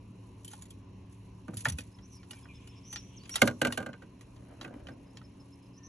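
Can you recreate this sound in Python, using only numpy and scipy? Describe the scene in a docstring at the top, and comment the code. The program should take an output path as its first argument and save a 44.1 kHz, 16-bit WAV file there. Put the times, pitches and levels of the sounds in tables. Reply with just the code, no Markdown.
"""On a calm lake an electric motor hums throughout as wavering sines, over broad background noise.
A small boat's deck bumps softly, an angler's tackle clicks in bursts of decaying modes, and the deck
bumps again. Small birds call thinly from the wooded shore in gliding, fluttering sines, and cast line
hisses. As the line stops, gear drops on the hull and bounces in a rattle of ringing hull modes.
Late on, a foot scuffs the deck in gritty noise, lighter knocks follow and a bird calls again."""
import sys
import numpy as np
from scipy import signal
from scipy.fft import rfft, irfft, next_fast_len
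from scipy.io import wavfile
from scipy.ndimage import uniform_filter1d, map_coordinates

SR = 44100
rng = np.random.default_rng(int(sys.argv[2]) if len(sys.argv) > 2 else 0)


def wav_out(sig):
    """Save sig, one row per channel (or a flat mono array), as 16-bit PCM at SR to the path in sys.argv[1]."""
    wavfile.write(sys.argv[1], SR, np.round(np.clip(np.atleast_2d(sig).T, -1, 1) * 32767).astype(np.int16))


N = 259308

# colour of the broad background noise: freq_hz, density_db (per Hz)
BACKGROUND_COLOUR = [(20, -20.5), (55, 5), (100, 5.5), (150, 0), (260, -1), (450, -11.5), (760, -21.5),
                     (1020, -12), (1300, -29), (2100, -28), (2750, -22), (3500, -35), (4100, -30),
                     (4800, -40.5), (5600, -31.5), (7200, -41.5), (8800, -59.5), (9900, -46), (11400, -55),
                     (13000, -92.5)]
# width of every broad noise: freq_hz, side_over_mid_db
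NOISE_WIDTH = [(60, -26.5), (120, -21.5), (360, -8.5), (660, -1), (1200, -7.5), (2200, -8.5), (4000, 0),
               (7300, -8), (13000, 16)]
# drifting main tone of the motor: time_s, pitch_hz, level_db
MOTOR_TONE = [(0, 107.8, -51), (1.3, 105.4, -52), (2.8, 115.5, -54.5), (5.7, 117.1, -57)]
# steady-pitched lines of the motor: pitch_hz, start_level_db, level_slope_db_per_s
MOTOR_LINES = [(185.2, -55.5, -0.9), (278, -63, 1), (372, -68, 0)]
# decay of the tail from the trees: freq_hz, t60_s
SHORE_DECAY = [(200, 0.33), (2000, 0.14), (6000, 0.72), (12000, 0.36)]
# nearly flat colour of that tail: freq_hz, density_db
SHORE_COLOUR = [(100, 0.0014), (12000, 0.023)]
# quick echoes off water and trunks: freq_hz, density_db; then freq_hz, t60_s
ECHO_COLOUR = [(1000, 0), (12000, 0)]
ECHO_DECAY = [(1000, .12), (12000, .12)]
# a small bird's short peaked chips: start_s, length_s, top_hz, level_db
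BIRD_CHIPS = [(1.915, .016, 5100, -69), (1.94, 0.018, 5190, -62), (2.319, 0.028, 5320, -59),
              (2.424, 0.03, 5140, -62), (2.543, 0.039, 5270, -60), (2.684, 0.037, 5440, -59),
              (4.913, 0.018, 5220, -65), (5.06, .022, 5060, -72), (5.096, 0.02, 5280, -66),
              (5.153, .025, 5510, -68), (5.236, 0.0313, 5330, -59.5), (5.396, 0.026, 5280, -60.5),
              (5.522, 0.025, 5330, -60), (5.627, 0.014, 5180, -65), (5.656, 0.018, 5190, -64.5)]
# its buzzy slurs: start_s, length_s, from_hz, to_hz, level_db
BIRD_BUZZES = [(2.016, 0.057, 5040, 5750, -64.5), (2.096, 0.097, 6070, 4720, -58.5),
               (2.751, 0.053, 4964, 5070, -65), (2.83, .04, 5035, 5310, -62.5),
               (2.851, 0.13, 5634, 5900, -54), (5.73, 0.064, 4960, 5080, -67.5),
               (5.829, 0.053, 5550, 5820, -53.5)]
# its clear whistles: start_s, length_s, from_hz, to_hz, upward_bow_hz, level_db
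BIRD_WHISTLES = [(2.049, .018, 5800, 5700, 403, -59), (2.892, .11, 5950, 5390, 254, -44),
                 (2.99, 0.025, 5750, 4750, 149, -59), (3.163, 0.029, 6730, 4880, 122.5, -50),
                 (3.192, 0.041, 4700, 4950, -400, -60), (3.234, .035, 4800, 4700, 56, -63.5),
                 (3.306, 0.064, 5450, 5510, 271, -40.5), (5.773, 0.02, 5400, 5590, 647.5, -55.5)]
# a second bird's low falling peeps: start_s, from_hz, level_db
BIRD_PEEPS = [(2.18, 2350, -69), (2.344, 2440, -60), (2.36, 3200, -70), (2.419, 3400, -69),
              (2.482, 2470, -55.5), (2.53, 3550, -66), (2.56, 2550, -67)]
# the deck flexing under shifting weight: peak_s, pitch_hz, level_db
DECK_BUMPS = [(.06, 150, -44), (.11, 115, -45.5), (1.5, 170, -36), (1.546, 138, -41), (1.583, 98, -38),
              (1.685, 126, -29.5), (1.718, 95, -32.5), (1.75, 74.5, -32), (1.793, 250, -40),
              (4.668, 159, -45), (4.744, 269, -44), (4.767, 265, -41.5), (4.798, 202, -45.5)]
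# colour of a sole rubbing the deck: freq_hz, density_db
SCUFF_COLOUR = [(90, -10.0), (170, -21.0), (250, 4.5), (330, 1), (420, -3.5), (600, -1.0),
                (1000, -16.5), (1600, -15.5), (4000, -70.0)]
# ring of each grit slip: freq_hz, density_db; then freq_hz, t60_s
GRIT_COLOUR = [(300, -20), (600, 0), (1500, -4), (3000, -12), (6000, -26)]
GRIT_DECAY = [(500, .05), (4000, .02)]
# colour of line leaving the spool: freq_hz, density_db
LINE_COLOUR = [(1500, -25), (2300, -3), (2900, 0), (3400, -3), (4000, -16), (4900, -24),
               (6200, -13), (11000, -27), (13000, -60)]
# hand shifting its grip, a grainy rustle of the reel: middle_s, half_length_s, level_db
GRIP_RUSTLES = [(0.527, 0.063, -67.5), (1.13, 0.028, -74.5), (1.607, 0.022, -50.5), (1.667, 0.006, -50),
                (1.695, 0.0093, -42.5), (2.14, 0.044, -72.5), (2.387, 0.047, -70), (3.373, 0.024, -72),
                (3.463, 0.016, -52.5), (4.635, .015, -67)]
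# ring of a loose reel part: freq_hz, density_db; then freq_hz, t60_s
CHATTER_COLOUR = [(900, -14.5), (2000, -1), (3000, -1), (4200, 0.5), (4900, -7), (5900, 6), (7000, 4.5),
                  (7900, -1.5), (9000, -13.5), (10000, 8.5), (11400, 0.5), (12400, -15), (14500, -24)]
CHATTER_DECAY = [(1000, .05), (6000, .03), (11000, .025)]
# metal parts of the reel snapping: start_s, tick_db, brightness_db, ring_hz, ring_db
REEL_SNAPS = [(0.446, -57, 13, 3040, -53), (0.478, -59, 13, 3100, -46), (0.514, -59.5, 3, 6330, -50),
              (0.533, -56.5, -3, 845, -43), (0.621, -58, 9, 6880, -47.5), (0.654, -68, 5, 6860, -59),
              (0.705, -61.5, 12, 3300, -55), (1.541, -62.5, 14, 6880, -52),
              (1.5696, -49.5, 13, 11000, -36.5), (1.648, -48, 9, 6300, -44),
              (1.6839, -44, 2.5, 3350, -37.5), (1.694, -61, 21, 5930, -42), (1.721, -54.5, 6, 5860, -43),
              (1.7845, -46.5, 2, 2540, -39), (1.805, -57.5, 0, 5750, -51), (2.308, -52.5, 3.5, 2900, -41.5),
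              (2.673, -63, 5, 2940, -55), (2.927, -49, 3, 6060, -56), (3.293, -51, 3.5, 2250, -44),
              (3.356, -34, 3, 3810, -27), (3.723, -42, -0.5, 2870, -35), (3.741, -74.5, 3, 4060, -63),
              (4.209, -63, -3.5, 6340, -60)]
# duller taps of the rod and its handle: start_s, clack_db, brightness_db, ring_hz, ring_db
ROD_TAPS = [(1.481, -51, -19, 1180, -47), (1.535, -59, -12, 1250, -50), (1.654, -29, -11, 1755, -16),
            (1.986, -64.5, -4, 3260, -57), (2.23, -61, -3.5, 1910, -71), (2.331, -55, -4, 2900, -51),
            (2.454, -57, -27, 1640, -53), (2.958, -48, 5, 1860, -36), (3.234, -69, 8, 2900, -64),
            (3.255, -63.5, 4, 2590, -53), (3.34, -53, 3, 2700, -41), (3.379, -46.5, -5, 2715, -52),
            (3.4185, -36, -2, 2134, -9.5), (3.93, -54.5, -6.5, 2920, -53), (4.362, -71, 3, 3620, -69),
            (4.022, -56.5, -12, 1390, -53), (4.611, -47.5, -1, 3940, -36.5), (4.647, -49, -10.5, 2540, -42),
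            (4.63, -59, -6, 2100, -55), (4.869, -53.5, -6, 2990, -44.5), (4.885, -53.5, -10, 620, -43),
            (5.17, -57, 5.5, 3960, -59), (5.214, -62.5, -9, 1300, -46.5)]
# strong modes of the tackle, before random detuning and scatter: pitch_hz, level_db, t60_s
TACKLE_MODES = [(590, -15, .07), (840, -10, .08), (1130, -7, .06), (1430, -1, .05), (1860, 0, .043),
                (2370, -9, .04), (3200, -6, .035), (3820, -5, .03), (5900, -7, .035), (6900, -6, .03)]
# dense tackle modes between those: freq_hz, density_db; then freq_hz, t60_s
TACKLE_WASH_COLOUR = [(150, -19), (500, 2.5), (1500, 0), (3200, 1), (4200, 1), (4900, -2.5), (6200, 1),
                      (7800, -5.5), (9000, -36.5), (10800, -28.5), (12200, -40), (14500, -35.5)]
TACKLE_WASH_DECAY = [(500, 0.13), (2000, 0.13), (6000, 0.051), (11000, 0.05)]
# gear landing on the hull: start_s, knock_db, thud_db, crack_db
HULL_KNOCKS = [(1.4797, -58, -41, -65), (1.532, -64, -47.5, -71), (3.417, -22, -22.5, -26),
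               (3.474, -31, -32.5, -35), (3.6152, -28.5, -30.5, -34), (3.6486, -29.5, -34.5, -37),
               (3.669, -42, -36, -40.5), (3.701, -47, -45, -74), (3.774, -35, -38, -40.5),
               (3.801, -43, -40.5, -58), (3.825, -47, -45.5, -59), (3.8613, -42, -44, -54),
               (3.888, -49.5, -44.5, -70.5), (3.936, -52, -55.5, -78), (4.019, -59, -54, -73),
               (4.645, -50, -48, -62), (4.676, -57.5, -48.5, -67), (4.884, -54, -48.5, -70),
               (4.903, -60, -56, -80)]
# strong hull modes, before the force of a contact tilts and damps them: pitch_hz, level_db, t60_s
HULL_MODES = [(102, -6, .3), (136, -5, .28), (170, -11, .16), (210, -4, .22), (242.5, -.5, .28),
              (285, -11, .18), (317, -.5, .2), (372, -9, .15), (486, -3, .14), (522, -7, .12),
              (559, -4, .11), (592, -6, .09), (636, -4, .1), (755, -7, .08), (788, -10, .08),
              (912, -14, .09), (1175, -9, .06), (1215, -4, .08), (1455, 2, .1), (1551, 3.5, .1),
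              (1595, 1, .09), (1850, -8, .05), (2035, -6, .05), (2140, -5, .05), (2365, -9, .06),
              (2680, -11, .05), (2880, -3, .04), (3030, -5, .04), (3160, -8, .04), (3600, -9, .04),
              (4230, -6, .035)]
# dense hull modes between those: freq_hz, density_db; then freq_hz, t60_s
HULL_WASH_COLOUR = [(50, -9), (110, -13), (160, -18), (230, -11), (350, -7.5), (560, -10), (780, -14),
                    (1020, -26), (1200, -15.5), (1320, -26.5), (1550, -16), (1750, -19.5), (2100, -17.5),
                    (2600, -22), (2900, -17), (3350, -23.5), (4200, -20.5), (4900, -33), (6000, -21.5),
                    (7800, -23), (9000, -39), (10900, -19.5), (13500, -31)]
HULL_WASH_DECAY = [(100, 0.24), (300, 0.23), (700, 0.1043), (1800, 0.055), (5000, 0.045), (11000, 0.028)]
# width of the close sounds: freq_hz, side_over_mid_db
BOAT_WIDTH = [(110, -32), (200, -18), (400, -9), (520, -8.5), (700, 2), (850, -9.5), (1300, -4.5),
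              (1500, -14), (1700, -10.5), (2100, -13), (2600, 1), (2900, -4.5), (3300, 1.5), (3900, -10),
              (4800, 8), (5800, -12.5), (7200, -5), (9000, 23), (11000, -4), (12500, -13.5)]
# phase lead of side over mid in the close sounds: freq_hz, phase_rad
BOAT_PHASE = [(200, 4.3), (620, 4.2), (1150, 2.8), (2000, 2.2), (3000, 1.7), (4400, 1.5), (5400, 4.5),
              (6800, 1.8), (8600, 1.5), (9600, 4.5)]

# registers of a hull knock, then of a tackle click: low_hz, high_hz
THUD, BODY, RING, CRACK = (70, 380), (380, 1020), (1020, 2600), (2600, 15000)
CLACK, TICK, SHEEN = (400, 2400), (2700, 8300), (9700, 13000)


def amp(db):
    """Decibels to gain."""
    return 10 ** (np.asarray(db) / 20)


def unit(x):
    """x at rms 1."""
    return x / np.sqrt(np.mean(x ** 2) + 1e-20)


def along(points, hz):
    """Read (Hz, value) points on a log frequency axis."""
    f, v = np.transpose(points)
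    return np.interp(np.log(hz + 1), np.log(f + 1), v)


def curves(rows):
    """One value per sample for each column after the time."""
    s, *cols = np.transpose(rows)
    return [np.interp(np.arange(N) / SR, s, c) for c in cols]


def wobble(rate):
    """A smooth random curve, rate knots a second."""
    knots = rng.standard_normal(int(N * rate / SR) + 4)
    return map_coordinates(knots, [np.arange(N) * rate / SR])


def swell(s, rise, fall):
    """A gain that rises to 1 at time s and falls again, both in dB a second."""
    t = np.arange(N) / SR - s
    return amp(np.minimum(abs(rise) * t, -abs(fall) * t))


def filtered(x, response):
    """x shaped by a complex response of frequency."""
    n = x.shape[-1]
    m = next_fast_len(n + 4096)
    return irfft(rfft(x, m) * response(np.fft.rfftfreq(m, 1 / SR)), m)[..., :n]


def add(track, s, sound):
    """Mix a sound into the track at time s."""
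    part = track[..., round(s * SR):][..., :sound.shape[-1]]
    part += sound[..., :part.shape[-1]]


def dying_noise(colour, decay, size):
    """Two coloured noises whose every frequency dies at its own speed."""
    noise = filtered(rng.standard_normal((2, size)), lambda hz: amp(along(colour, hz)))
    hz, t, z = signal.stft(noise, SR, nperseg=128)
    fading = z * amp(-60 * t / along(decay, hz)[:, None])
    return signal.istft(fading, SR, nperseg=128)[1][:, :size]


def rush(colour, patchy_db):
    """Wide noise, as mid and side, with patches of random gain in time and frequency."""
    z = signal.stft(rng.standard_normal((2, N)), nperseg=512)[2]
    field = uniform_filter1d(rng.standard_normal(z.shape[1:]), size=6, axis=0)
    field = uniform_filter1d(field, size=14, axis=1)
    pair = signal.istft(z * amp(patchy_db * unit(field)), nperseg=512)[1][:, :N]
    mid, side = filtered(pair, lambda hz: amp(along(colour, hz)))
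    side = filtered(side, lambda hz: amp(along(NOISE_WIDTH, hz)))
    return np.array([mid, side]) / mid.std()


def background_noise():
    """Broad background noise: low rumble, and a faint treble hiss of random, wavering level."""
    noise = rush(BACKGROUND_COLOUR, patchy_db=1.5)
    rumble = filtered(noise, lambda hz: 1 / (1 + (hz / 400) ** 4))
    hiss = filtered(noise, lambda hz: 1 - 1 / (1 + (hz / 7500) ** 8))
    middle = noise - rumble - hiss
    return amp(-54) * (amp(0.94 * wobble(3)) * rumble + middle + amp(3.5 * wobble(10)) * hiss)


def motor():
    """An electric motor hums: one drifting tone and a few steady, slightly wavering lines."""
    t = np.arange(N) / SR
    hz, db = curves(MOTOR_TONE)
    level = amp(db + 1.27 * wobble(9))
    hum = level * np.sin(2 * np.pi * np.cumsum(hz + 2 * wobble(2.9)) / SR)
    for line_hz, line_db, db_per_s in MOTOR_LINES:
        phase = 2 * np.pi * line_hz * t + .4 * wobble(7)
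        hum = hum + amp(line_db + db_per_s * t + 1.3 * wobble(3.5)) * np.sin(phase)
    return np.array([hum, np.zeros(N)])  # mid only


def shore(x):
    """The trees scatter back a faint diffuse tail: the mid convolved with decaying noise."""
    tail = dying_noise(SHORE_COLOUR, SHORE_DECAY, size=SR)
    return signal.fftconvolve(x[:1], tail / np.linalg.norm(tail[0]), axes=1)[:, :N]


def over_water(song):
    """Water and nearby trunks add quick weak echoes that blur each bird note."""
    echoes = dying_noise(ECHO_COLOUR, ECHO_DECAY, size=SR // 8)
    blur = signal.fftconvolve(song[:1], echoes / np.linalg.norm(echoes[0]), axes=1)[:, :N]
    return song + amp(-13) * blur


def note(length, from_hz, to_hz, bow_hz, buzz, pointed=1):
    """A thin bowed glide, a little unsteady; fast flutter of pitch and level makes it buzz."""
    t = np.arange(int(length * SR)) / SR
    u = t / length
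    drift = map_coordinates(rng.standard_normal(64), [130 * t])  # 130 knots a second
    flutter = buzz * np.sin(2 * np.pi * 184 * t + 0.22 * drift)  # 184 Hz
    glide = from_hz + (to_hz - from_hz) * u + bow_hz * (4 * u * (1 - u)) ** pointed
    phase = 2 * np.pi * np.cumsum(glide * (1 + .009 * drift) + 300 * flutter) / SR
    level = amp(5.7 * flutter + 2.2 * drift) * np.sin(np.pi * u) ** .7
    return level * np.array([np.sin(phase), 0.19 * np.cos(phase)])


def bird():
    """One bird chips, buzzes and whistles in gliding sines; two others call lower and fainter."""
    chip_foot_hz = 5140  # where a chip starts and ends
    peep_s, peep_fall_hz = 0.051, 149
    out = np.zeros((2, N))
    for s, length, top_hz, db in BIRD_CHIPS:
        rise_hz = top_hz - chip_foot_hz
        chip = note(length, chip_foot_hz, chip_foot_hz, rise_hz, buzz=0.22, pointed=1.9)
        add(out, s, amp(db) * chip)
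    for s, length, from_hz, to_hz, db in BIRD_BUZZES:
        add(out, s, amp(db) * note(length, from_hz, to_hz, bow_hz=168, buzz=0.97))
    for s, length, from_hz, to_hz, bow_hz, db in BIRD_WHISTLES:
        add(out, s, amp(db) * note(length, from_hz, to_hz, bow_hz, buzz=.1))
    for s, hz, db in BIRD_PEEPS:
        add(out, s, amp(db) * note(peep_s, hz, hz - peep_fall_hz, bow_hz=0, buzz=0.35))
    far_call = note(0.17, 1790, 1790, bow_hz=0, buzz=0)  # one level note from far away
    add(out, 5.762, amp(-69) * far_call)
    return out


def bump(hz):
    """One soft flex of the deck: a swell of a few cycles and its octave."""
    cycles = hz * (np.arange(SR // 5) / SR - .1)  # counted from the peak, 0.1 s in
    phase = 2 * np.pi * (cycles + rng.random((2, 1)))
    envelope = np.exp(-(cycles / 0.96) ** 2 / 2)
    return envelope * (np.sin(phase[0]) + amp(-9.5) * np.sin(2 * phase[1]))


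def deck():
    """Shifting weight flexes the deck in soft bumps, and a foot scuffs across it as gritty noise."""
    rub = amp(-54 + 3 * wobble(45))  # the sole sticks and slips
    rub = rub * swell(4.66, rise=48.5, fall=32)
    out = rub * rush(SCUFF_COLOUR, patchy_db=3.0)
    grit_per_s = 120
    slips = (rng.random(N) < grit_per_s / SR) * rng.standard_normal(N)
    ring = dying_noise(GRIT_COLOUR, GRIT_DECAY, size=SR // 10)
    crackle = unit(signal.fftconvolve(slips[None], ring, axes=1)[:, :N])  # grit under the sole
    out = out + amp(-12) * rub * crackle * [[1], [.5]]
    for s, hz, db in DECK_BUMPS:
        add(out[0], s - .1, amp(db) * bump(hz))
    return out


def line():
    """Line hisses off the spool during the cast, fluttering as the coils leave."""
    full_speed_s, stop_s, release_s = 2.58, 3.42, 0.14
    hiss = rush(LINE_COLOUR, patchy_db=2)
    flutter = amp(1.8 * wobble(70))
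    running = np.clip((stop_s - np.arange(N) / SR) / release_s, 0, 1)
    return amp(-69) * swell(full_speed_s, rise=60, fall=0) * running * flutter * hiss


def strike(modes, wash, decay, wash_db, attack, scatter_db, detune):
    """One blow, heard two ways: the strong modes at new strengths over a wash of dense ones."""
    t = np.arange(SR // 3) / SR
    hz, db, t60 = np.transpose(modes)[:, :, None]
    hz = hz * (1 + detune * rng.standard_normal(hz.shape))
    size = amp(db + scatter_db * rng.standard_normal(hz.shape) - 60 * t / t60)
    size = size * (1 - np.exp(-t * hz / 0.098))  # builds up over about a tenth of a cycle
    phase = 2 * np.pi * (hz * t + rng.random((2, len(hz), 1)))
    ring = (size * np.sin(phase)).sum(1)
    dense = amp(wash_db) * unit(dying_noise(wash, decay, len(t)))
    return (unit(ring) + dense) * (1 - np.exp(-(t / attack) ** 2))


def register(blow, edges):
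    """One register of a blow (edges in Hz), its mid at rms 1 over its loudest 10 ms."""
    part = signal.sosfilt(signal.butter(4, edges, "band", fs=SR, output="sos"), blow)
    return part / np.sqrt(uniform_filter1d(part[0] ** 2, size=SR // 100).max())


def reel():
    """Loose reel parts tick unevenly: faintly all along, more near snaps, knocks and grip shifts."""
    ticks_per_s, spread = 800, .7
    jolts = [(s, db - 17) for s, db, *_ in REEL_SNAPS]
    jolts += [(s, db - 38) for s, db, *_ in HULL_KNOCKS]
    shaking = np.max([amp(db) * swell(s, rise=316.5, fall=183.5) for s, db in jolts], axis=0)
    shaking = np.minimum(shaking, amp(-57.0))  # the parts have only so much play
    t = np.arange(N) / SR
    for s, half, db in GRIP_RUSTLES:
        shaking = shaking + amp(db) * np.exp(-((t - s) / half) ** 2)
    chatter = np.zeros((2, N))
    for part in range(4):  # each loose part has its own ring
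        ticks = (rng.random(N) < ticks_per_s / 4 / SR) * np.exp(spread * rng.uniform(-1.1, 2, N))
        ring = dying_noise(CHATTER_COLOUR, CHATTER_DECAY, size=SR // 10)
        chatter = chatter + signal.fftconvolve(ticks[None], ring, axes=1)[:, :N]
    idle = amp(-80 + 2.3 * wobble(7))
    return (shaking + idle) * unit(chatter)


def click(clack_db, tick_db, sheen_db):
    """One contact in the tackle, in three registers: clack, tick and sheen."""
    blow = strike(TACKLE_MODES, TACKLE_WASH_COLOUR, TACKLE_WASH_DECAY,
                  wash_db=-2, attack=.0009, scatter_db=3, detune=.035)
    out = amp(clack_db) * register(blow, CLACK)
    out = out + amp(tick_db) * register(blow, TICK)
    return out + amp(sheen_db) * register(blow, SHEEN)


def ping(hz, t60):
    """The struck part rings briefly at its own pitch, as a decaying sine."""
    t = np.arange(SR // 10) / SR
    envelope = amp(-60 * t / t60) * (1 - np.exp(-t * hz))
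    return envelope * np.sin(2 * np.pi * (hz * t + rng.random((2, 1))))


def tackle():
    """The reel's metal parts snap brightly; the rod taps with a duller clack; each contact rings."""
    out = np.zeros((2, N))
    for s, db, bright_db, hz, ring_db in REEL_SNAPS:
        sheen_db = db - 1.5 + 0.52 * bright_db  # a brighter snap has more top treble
        add(out, s, click(db - bright_db, db, sheen_db))
        add(out, s + .001, amp(ring_db) * ping(hz, t60=0.052))
    for s, db, bright_db, hz, ring_db in ROD_TAPS:
        add(out, s, click(db, db + bright_db, db + bright_db - 17.5))
        add(out, s + .001, amp(ring_db) * ping(hz, t60=0.028))
    return out


def knock(knock_db, thud_db, crack_db):
    """One hull contact: the harder, the brighter and shorter; slow bending waves delay the thud."""
    over_hard_db = knock_db + 25.5  # a hard knock is -25.5 dB
    force = min(amp(over_hard_db), 1)
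    tilt = np.clip(0.41 * over_hard_db, -4, 5)  # dB per octave above 1500 Hz
    modes = []
    for hz, db, t60 in HULL_MODES:
        damping = 1 + .75 * np.sqrt(force) * (hz > BODY[0])  # contact shortens the upper modes
        modes.append((hz, db + tilt * np.log2(max(hz, 1500) / 1500), t60 / damping))
    blow = strike(modes, HULL_WASH_COLOUR, HULL_WASH_DECAY,
                  wash_db=-5.5, attack=.003, scatter_db=2.3, detune=.002)
    out = amp((knock_db + thud_db) / 2) * register(blow, BODY)
    out = out + amp(knock_db) * register(blow, RING)
    out = out + amp(crack_db) * register(blow, CRACK)
    t = np.arange(out.shape[1]) / SR
    punch_db = 4.5 * np.sqrt(force) * np.exp(-((t - 0.0027) / 0.0024) ** 2)  # direct push at the start
    out = out * amp(punch_db)
    add(out, .004, amp(thud_db) * register(blow, THUD))
    return out


def hull():
    """Gear rattles on the hull; in a firm blow its other end slaps down just after, and it jiggles."""
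    out = np.zeros((2, N))
    for s, knock_db, thud_db, crack_db in HULL_KNOCKS:
        add(out, s - .001, knock(knock_db, thud_db, crack_db))
        if knock_db > -36:  # a firm blow
            softer = (min(knock_db, -28), thud_db - 7.5, crack_db - 8.5)
            add(out, s + .0095, amp(-13) * knock(*softer))  # the other end
            for delay in rng.uniform(.015, .06, size=3):  # small stray contacts, weaker with time
                add(out, s + delay, amp(-15.5 - 130 * delay) * knock(*softer))
    return out


def near(pair, alike):
    """Close sounds reach the two ports shifted in phase and partly unrelated: mid and side."""
    share = np.clip(alike, 0, 1)

    def related(hz):
        return share * np.exp(1j * along(BOAT_PHASE, hz)) * amp(along(BOAT_WIDTH, hz))

    def unrelated(hz):
        return np.sqrt(1 - share ** 2) * amp(along(BOAT_WIDTH, hz))

    side = filtered(pair[0], related) + filtered(pair[1], unrelated)
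    return np.array([pair[0], side])


def scene():
    """Everything summed as mid and side, then turned to left and right."""
    background = background_noise() + motor()
    song = over_water(bird())
    gear = near(tackle() + reel(), alike=0.74) + near(hull(), alike=0.79)
    tails = amp(-15.0) * shore(song) + amp(-29.5) * shore(gear)
    mid, side = background + song + deck() + line() + gear + tails
    return np.array([mid + side, mid - side])


def record(dry):
    """The microphone's treble rolls off near 12.7 kHz; the recorder's band ends steeply at 14.2 kHz."""
    return filtered(dry, lambda hz: 1 / (1 + (hz / 12700) ** 14) / (1 + (hz / 14200) ** 60))


dry = scene()
out = record(dry)
wav_out(out)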